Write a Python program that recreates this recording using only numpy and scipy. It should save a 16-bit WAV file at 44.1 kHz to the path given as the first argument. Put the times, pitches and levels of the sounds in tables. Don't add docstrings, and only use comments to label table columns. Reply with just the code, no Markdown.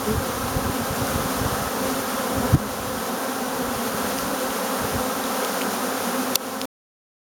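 import sys
import numpy as np
from scipy import signal
from scipy.fft import rfft, irfft, next_fast_len
from scipy.io import wavfile
from scipy.ndimage import uniform_filter1d, map_coordinates

SR = 44100
rng = np.random.default_rng(int(sys.argv[2]) if len(sys.argv) > 2 else 0)


def wav_record(signal):
    frames = np.transpose(np.atleast_2d(signal))
    bounded = np.clip(frames, -1, 1)
    quanta = np.round(bounded * 32767).astype(np.int16)
    wavfile.write(sys.argv[1], SR, quanta)


def ratio(d):
    e = np.asarray(d, float) / 20
    return 10 ** e


N = 320166
STOP_S = 6.6558


def unit(x):
    return x / np.sqrt(np.mean(x ** 2) + 1e-20)


def along(points, hz):
    f, value = np.transpose(points)
    return np.interp(np.log(hz + 1), np.log(f + 1), value)


def over_time(points):
    return np.interp(np.arange(N) / SR, *np.transpose(points))


def wobbles(rate, count, size, sr):
    knots = rng.standard_normal((count, 200))
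    at = np.arange(size) * rate / sr
    return np.array([map_coordinates(k, [at], order=2, mode="mirror") for k in knots])


def wobble(rate):
    return wobbles(rate, 1, N, SR)[0]


def filtered(x, response):
    size = next_fast_len(N + SR // 2)
    spectrum = rfft(x, size) * response(np.fft.rfftfreq(size, 1 / SR))
    return irfft(spectrum, size)[..., :N]


def rush(spectrum):
    return unit(filtered(rng.standard_normal(N), lambda hz: ratio(along(spectrum, hz))))


def add(out, s, wave):
    at = max(round(s * SR), 0)
    out[at:at + len(wave)] += wave[:len(out) - at]


# f/Hz, level/dB
OVERTONES = [(150, -1), (260, -1.5), (520, -0.5), (780, -4), (1000, -5), (1300, -4.5), (1600, -9.5),
             (2000, -19.5), (2600, -32.5)]


def hum(count, top_hz, slower_hz, drift, near_db, turn_db):
    thin, step = 7, 16
    sr, n = SR / thin, N // thin + 1

    def held(curves):
        return np.repeat(curves, step, axis=1)[:, :n]

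    def slow(rate):
        return held(wobbles(rate, count, n // step + 1, sr / step))

    rank = (np.arange(count)[:, None] + .5) / count
    beat_hz = top_hz - slower_hz * rank ** 1.6
    beat_hz = beat_hz * (1 + drift * slow(2.5) + .015 * slow(25))
    phase = 2 * np.pi * (np.cumsum(beat_hz, axis=1) / sr + rng.random((count, 1)))
    distance_db = near_db * slow(7) - 4.0 * rank ** 2
    crowd = np.zeros(n)
    for k in range(1, 12):
        level_db = along(OVERTONES, k * beat_hz[:, ::step]) + distance_db[:, ::step]
        level_db = level_db + turn_db * wobbles(9, count, level_db.shape[1], sr / step)
        gain = uniform_filter1d(held(ratio(level_db)), size=step, axis=1)
        start = 2 * np.pi * rng.random((count, 1))
        crowd += np.sum(gain * np.sin(k * phase + start), axis=0)
    return unit(signal.resample_poly(crowd, thin, 1)[:N])


# t/s, hum level/dB
SWARM_LEVEL = [(0, -28.5), (.6, -27.5), (1.2, -26.5), (1.8, -26.5), (2.4, -26.5), (3, -25), (3.6, -25.5),
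               (4.2, -25.5), (4.8, -25), (5.2, -26), (5.5, -25), (5.8, -26), (6.2, -26), (6.7, -27.5)]
# f/Hz, level/dB per Hz
WING_HISS = [(300, -120), (900, 6.5), (2000, 1), (3200, 1.5), (4600, 0), (5200, 0.5), (6100, 1.5),
             (7000, 0.5), (10000, 0), (13000, -1.5), (15000, -3), (17000, -10)]


def swarm():
    tones = hum(count=90, top_hz=271.16, slower_hz=92, drift=.035, near_db=3, turn_db=2.5)
    hiss_db = -5 + .5 * wobble(2.9) + 0.49 * wobble(26)
    return ratio(over_time(SWARM_LEVEL)) * (tones + ratio(hiss_db) * rush(WING_HISS))


# t/s, wing beat f/Hz, level/dB, heading as 2nd over 1st partial/dB
CLOSE_PASSES = [(0.28, 260, -30, 1), (0.679, 235, -27.5, -7), (0.809, 234, -27.5, -12), (1.01, 240, -28, 3),
                (1.05, 275, -28.5, 2), (1.309, 261, -30, -14), (1.911, 259.3, -23.5, -10),
                (2.39, 270, -25, 7), (2.44, 237, -21, -27.5), (2.64, 208.5, -25, -5.5),
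                (3.299, 255, -25, -12), (3.432, 252, -25, -18), (3.6, 259, -29.5, -1),
                (3.72, 239, -28, -16), (3.811, 234.4, -24.5, -20), (4.089, 200.4, -30, -5.5),
                (4.35, 269, -26, -13), (4.43, 257, -26.5, 4), (4.76, 260, -27.5, -15),
                (4.89, 268, -28, 2.5), (5.03, 255, -27, -1), (5.269, 233, -28, -8), (5.38, 255, -25, 8),
                (5.841, 253, -32, -9), (6.08, 237, -25, -18), (6.18, 258, -27, -6), (6.261, 256, -26, -6.5),
                (6.34, 252, -26.5, 1.5), (6.56, 262, -29, -3), (6.639, 264, -29, -1.5)]


def passes():
    swell_s, third_db, third_scatter_db = 0.026, -13, 4.5
    out, t = np.zeros(N), np.arange(-SR // 8, SR // 8) / SR
    swell = np.exp(-.5 * (t / swell_s) ** 2)
    chance = rng.random((len(CLOSE_PASSES), 5))
    for (s, hz, db, heading_db), (slide, luck, *starts) in zip(CLOSE_PASSES, chance):
        first = db - max(heading_db, 0)
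        second = db + min(heading_db, 0)
        third = db + third_db + third_scatter_db * (2 * luck - 1)
        phase = 2 * np.pi * hz * (t + 1.1 * (slide - .5) * t ** 2)
        tone = np.zeros(len(t))
        for k, level in enumerate([first, second, third]):
            tone += ratio(level - 2.5) * np.sin((k + 1) * phase + 2 * np.pi * starts[k])
        add(out, s - 1 / 8, tone * swell)
    return out


# t/s, 2nd partial f/Hz, its level/dB, 1st partial level/dB
NEAREST_BEE = [
    (0.05, 421.4, -32, -40),
    (0.088, 420, -26, -24),
    (0.108, 437, -25, -25),
    (0.146, 436, -30, -40),
    (0.17, 433, -40, -36),
]


def brush():
    s = np.transpose(NEAREST_BEE)[0]
    t = np.arange(N) / SR
    hz, second_db, first_db = [np.interp(t, s, c) for c in np.transpose(NEAREST_BEE)[1:]]
    phase = np.pi * np.cumsum(hz) / SR
    fade = np.clip(np.minimum(t - s[0], s[-1] - t) / 0.02, 0, 1)
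    tone = ratio(first_db + 0.5) * np.sin(phase) + ratio(second_db) * np.sin(2 * phase)
    return fade * np.sqrt(2) * tone


# t/s, peak level/dB, length/s
STRONG_PUFFS = [(0.116, -21, 0.015), (0.16, -17, 0.016), (0.185, -16, 0.022), (0.448, -23, 0.017),
                (0.52, -26, 0.01), (0.548, -22, 0.008), (0.57, -12.5, 0.01), (0.666, -15.5, 0.0079),
                (0.698, -9, 0.004), (0.91, -20, 0.012), (1.022, -19.5, 0.019), (1.098, -21, 0.01),
                (1.128, -23, 0.01), (1.161, -13, 0.0094), (1.199, -20, 0.014), (1.255, -18, 0.013),
                (1.42, -18.5, 0.026), (1.459, -17, 0.013), (1.529, -20, 0.01), (1.615, -19, 0.01),
                (1.672, -22, 0.0085), (2.385, -18, 0.018), (2.503, -21.5, 0.011), (2.885, -29.5, 0.029),
                (3.623, -23, 0.013), (3.948, -16.5, 0.006), (4.25, -25, 0.009), (4.851, -25, 0.019),
                (4.938, -22, 0.012), (4.962, -17, 0.013)]
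# t/s, peak level/dB
LIGHT_PUFFS = [(0.04, -29), (0.301, -26), (0.625, -28), (0.818, -28), (0.838, -28), (0.932, -24.5),
               (0.991, -30), (1.578, -28), (1.858, -33), (1.888, -30), (1.944, -30), (2.0, -32.5),
               (2.434, -31), (2.461, -31), (2.678, -25), (2.72, -30), (2.806, -30), (2.992, -31),
               (3.092, -34), (3.683, -31), (3.768, -26), (3.882, -32), (4.057, -36), (4.121, -36),
               (4.177, -34), (4.504, -35), (4.82, -27.5), (5.006, -32), (5.247, -38)]
# t/s, peak level/dB, f/Hz, length/s
GUST_FLAPS = [
    (2.5325, -12, 100, 0.013),
    (2.543, -3, 137, 0.013),
    (2.5505, -9, 249, 0.008),
    (2.557, -5, 190, 0.0058),
    (2.567, -17, 85, 0.014),
]
# t/s, level/dB
BREEZE_LEVEL = [(0, -49), (.63, -43.5), (.85, -52), (1.05, -47), (1.55, -47.5), (1.95, -49), (2.25, -55),
                (2.55, -42.5), (2.7, -49.5), (3.0, -48), (3.2, -64), (3.5, -52), (3.75, -49), (4.2, -48.5),
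                (4.7, -65), (4.98, -53), (5.46, -64.5), (6.65, -65)]


def puffs():
    puff_hz, light_hz, light_s = 106, 95, 0.0119
    slot, size, pitch = rng.random((37, 3)).T
    s = (np.arange(len(slot)) + slot) * STOP_S / len(slot)
    db = np.interp(s, *np.transpose(BREEZE_LEVEL)) + 13 + 3.5 * (2 * size - 1)
    small = np.transpose([s, db, puff_hz * (.75 + .45 * pitch), .011 + 0 * s])
    strong = [(s, db, puff_hz, length) for s, db, length in STRONG_PUFFS]
    light = [(s, db, light_hz, light_s) for s, db in LIGHT_PUFFS]
    return strong + list(GUST_FLAPS) + light + list(small)


# f/Hz, level/dB per Hz
EDDY_COLOUR = [(20, -29.5), (45, 5.5), (100, 1), (200, -5.5), (350, -13.5), (600, -33), (900, -120)]


def wind():
    eddy_top_db = -15
    lead = SR // 8
    swings, eddies = np.zeros(N + lead), np.zeros(N + lead)
    t = np.arange(-SR // 8, SR // 8) / SR
    rows = puffs()
    for (s, db, hz, length), start in zip(rows, rng.random(len(rows))):
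        swing = np.sin(2 * np.pi * (hz * t + .5 + 0.076 * (start - .5)))
        add(swings, s, ratio(db) * swing * np.exp(-.5 * (t / (0.28 * length)) ** 2))
        add(eddies, s, ratio(min(db, eddy_top_db) - 13) * np.exp(-.5 * (t / (1.25 * length)) ** 2))
    breeze = ratio(over_time(BREEZE_LEVEL) + 2.0 + 3.2 * wobble(8.4))
    blown = swings[lead:] + (eddies[lead:] + breeze) * rush(EDDY_COLOUR)
    return filtered(blown, lambda hz: hz ** 2 / (hz ** 2 + 42 ** 2))


# t/s, peak level/dB, ring f/Hz, crack over
# the ring/dB, t60/s
SHELL_TICKS = [(.481, -30, 12000, 6, 0.0028), (1.07, -29.5, 10970, 14, 0.0033),
               (4.187, -15, 5000, -3.5, 0.0034), (4.188, -17, 2940, -4, 0.0037),
               (4.5052, -21.5, 3000, -4, 0.0049), (5.239, -20.5, 3750, -6.5, 0.013),
               (5.256, -27, 3480, -7.5, .012), (5.27, -29.5, 3300, -7, .012),
               (5.4482, -16, 3200, -0.5, .004), (5.6124, -16.5, 2300, -12, .009),
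               (5.618, -16, 2950, -11.5, 0.0082), (6.3505, -24, 3000, 5.5, .005),
               (6.3548, -10.5, 3400, -3, .004), (6.359, -15, 2700, -4.5, .008),
               (6.4677, -32, 5400, 3.5, .004), (6.6148, -16, 2700, -3, 0.0025),
               (6.6152, -14, 3700, -6, 0.003), (6.6156, -13, 4900, -7, .003)]
# f/Hz, level/dB, t60/s
SNAP_MODES = [
    (12100, -5, .005),
    (6000, -4, .0095),
    (7400, -7, .0065),
    (6040, -8, .008),
    (4600, -9, .008),
    (8800, -8, .006),
    (13500, -12, 0.0045),
]
# f/Hz, level/dB per Hz
CRACK_COLOUR = [(1000, -44), (2200, -5), (5000, -1), (9000, 0.5), (13000, -9), (15000, -18), (18000, -43)]


def shell():
    snap_s, spread_s, snap_crack_db = 6.3557, .002, -7
    out, t = np.zeros(N), np.arange(SR // 20) / SR
    blows = [(s, db, hz, db + crack_db, t60) for s, db, hz, crack_db, t60 in SHELL_TICKS]
    for k, (hz, db, t60) in enumerate(SNAP_MODES):
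        strike_s = snap_s + spread_s * k / len(SNAP_MODES)
        blows.append((strike_s, db, hz, db + snap_crack_db, t60))
    noise = rush(CRACK_COLOUR)[:len(blows) * len(t)].reshape(len(blows), -1)
    for (s, db, hz, crack_db, t60), crack in zip(blows, noise):
        blow = ratio(db) * np.sin(2 * np.pi * hz * t) + ratio(crack_db) * crack
        add(out, s, blow * ratio(-60 * t / t60))
    return filtered(out, lambda hz: hz ** 2 / (hz ** 2 + 700 ** 2))


# f/Hz, level/dB per Hz
FIELD_RUMBLE = [(15, -120), (25, -22), (65, -13), (95, -4.5), (150, -4.5), (300, 2), (700, -16),
                (1200, -19), (2000, -120)]


def field():
    drone_hz = 97 * (1 + 0.037 * wobble(3.3))
    drone = ratio(-54.5 + 2.5 * wobble(4.5)) * np.sin(2 * np.pi * np.cumsum(drone_hz) / SR)
    return drone + ratio(-41.5 + 1.5 * wobble(8)) * rush(FIELD_RUMBLE)


# t/s, quick drop level/dB, its recovery/s, slow drop level/dB, its recovery/s
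GAIN_DUCKS = [
    (2.55, 4.5, 0.035, 4.5, 1.38),
    (6.359, 10, 0.04, 5, .6),
]


def ducking():
    t, drop_db = np.arange(N) / SR, np.zeros(N)
    for s, quick_db, quick_s, slow_db, slow_s in GAIN_DUCKS:
        since = np.maximum(t - s, 0)
        recovery_db = quick_db * np.exp(-since / quick_s) + slow_db * np.exp(-since / slow_s)
        drop_db += (1 - np.exp(-since / 0.0033)) * recovery_db
    return ratio(-drop_db)


def scene():
    steady = (swarm() + field()) * ducking()
    return (steady + passes() + brush() + wind() + shell())[None]


def low_pass(x):
    return signal.sosfilt(signal.butter(12, 18070, fs=SR, output="sos"), x)


def record(dry):
    def notch(hz):
        return (7862 ** 2 - hz ** 2 + 40j * hz) / (7862 ** 2 - hz ** 2 + 750j * hz)

    x = filtered(dry, notch)
    x = x / (1 + np.abs(x / 1.05) ** 6) ** (1 / 6)
    x = filtered(x, lambda hz: hz < 17350)
    x = x * (np.arange(N) < STOP_S * SR)
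    return low_pass(x)


dry = scene()
out = record(dry)
wav_record(out)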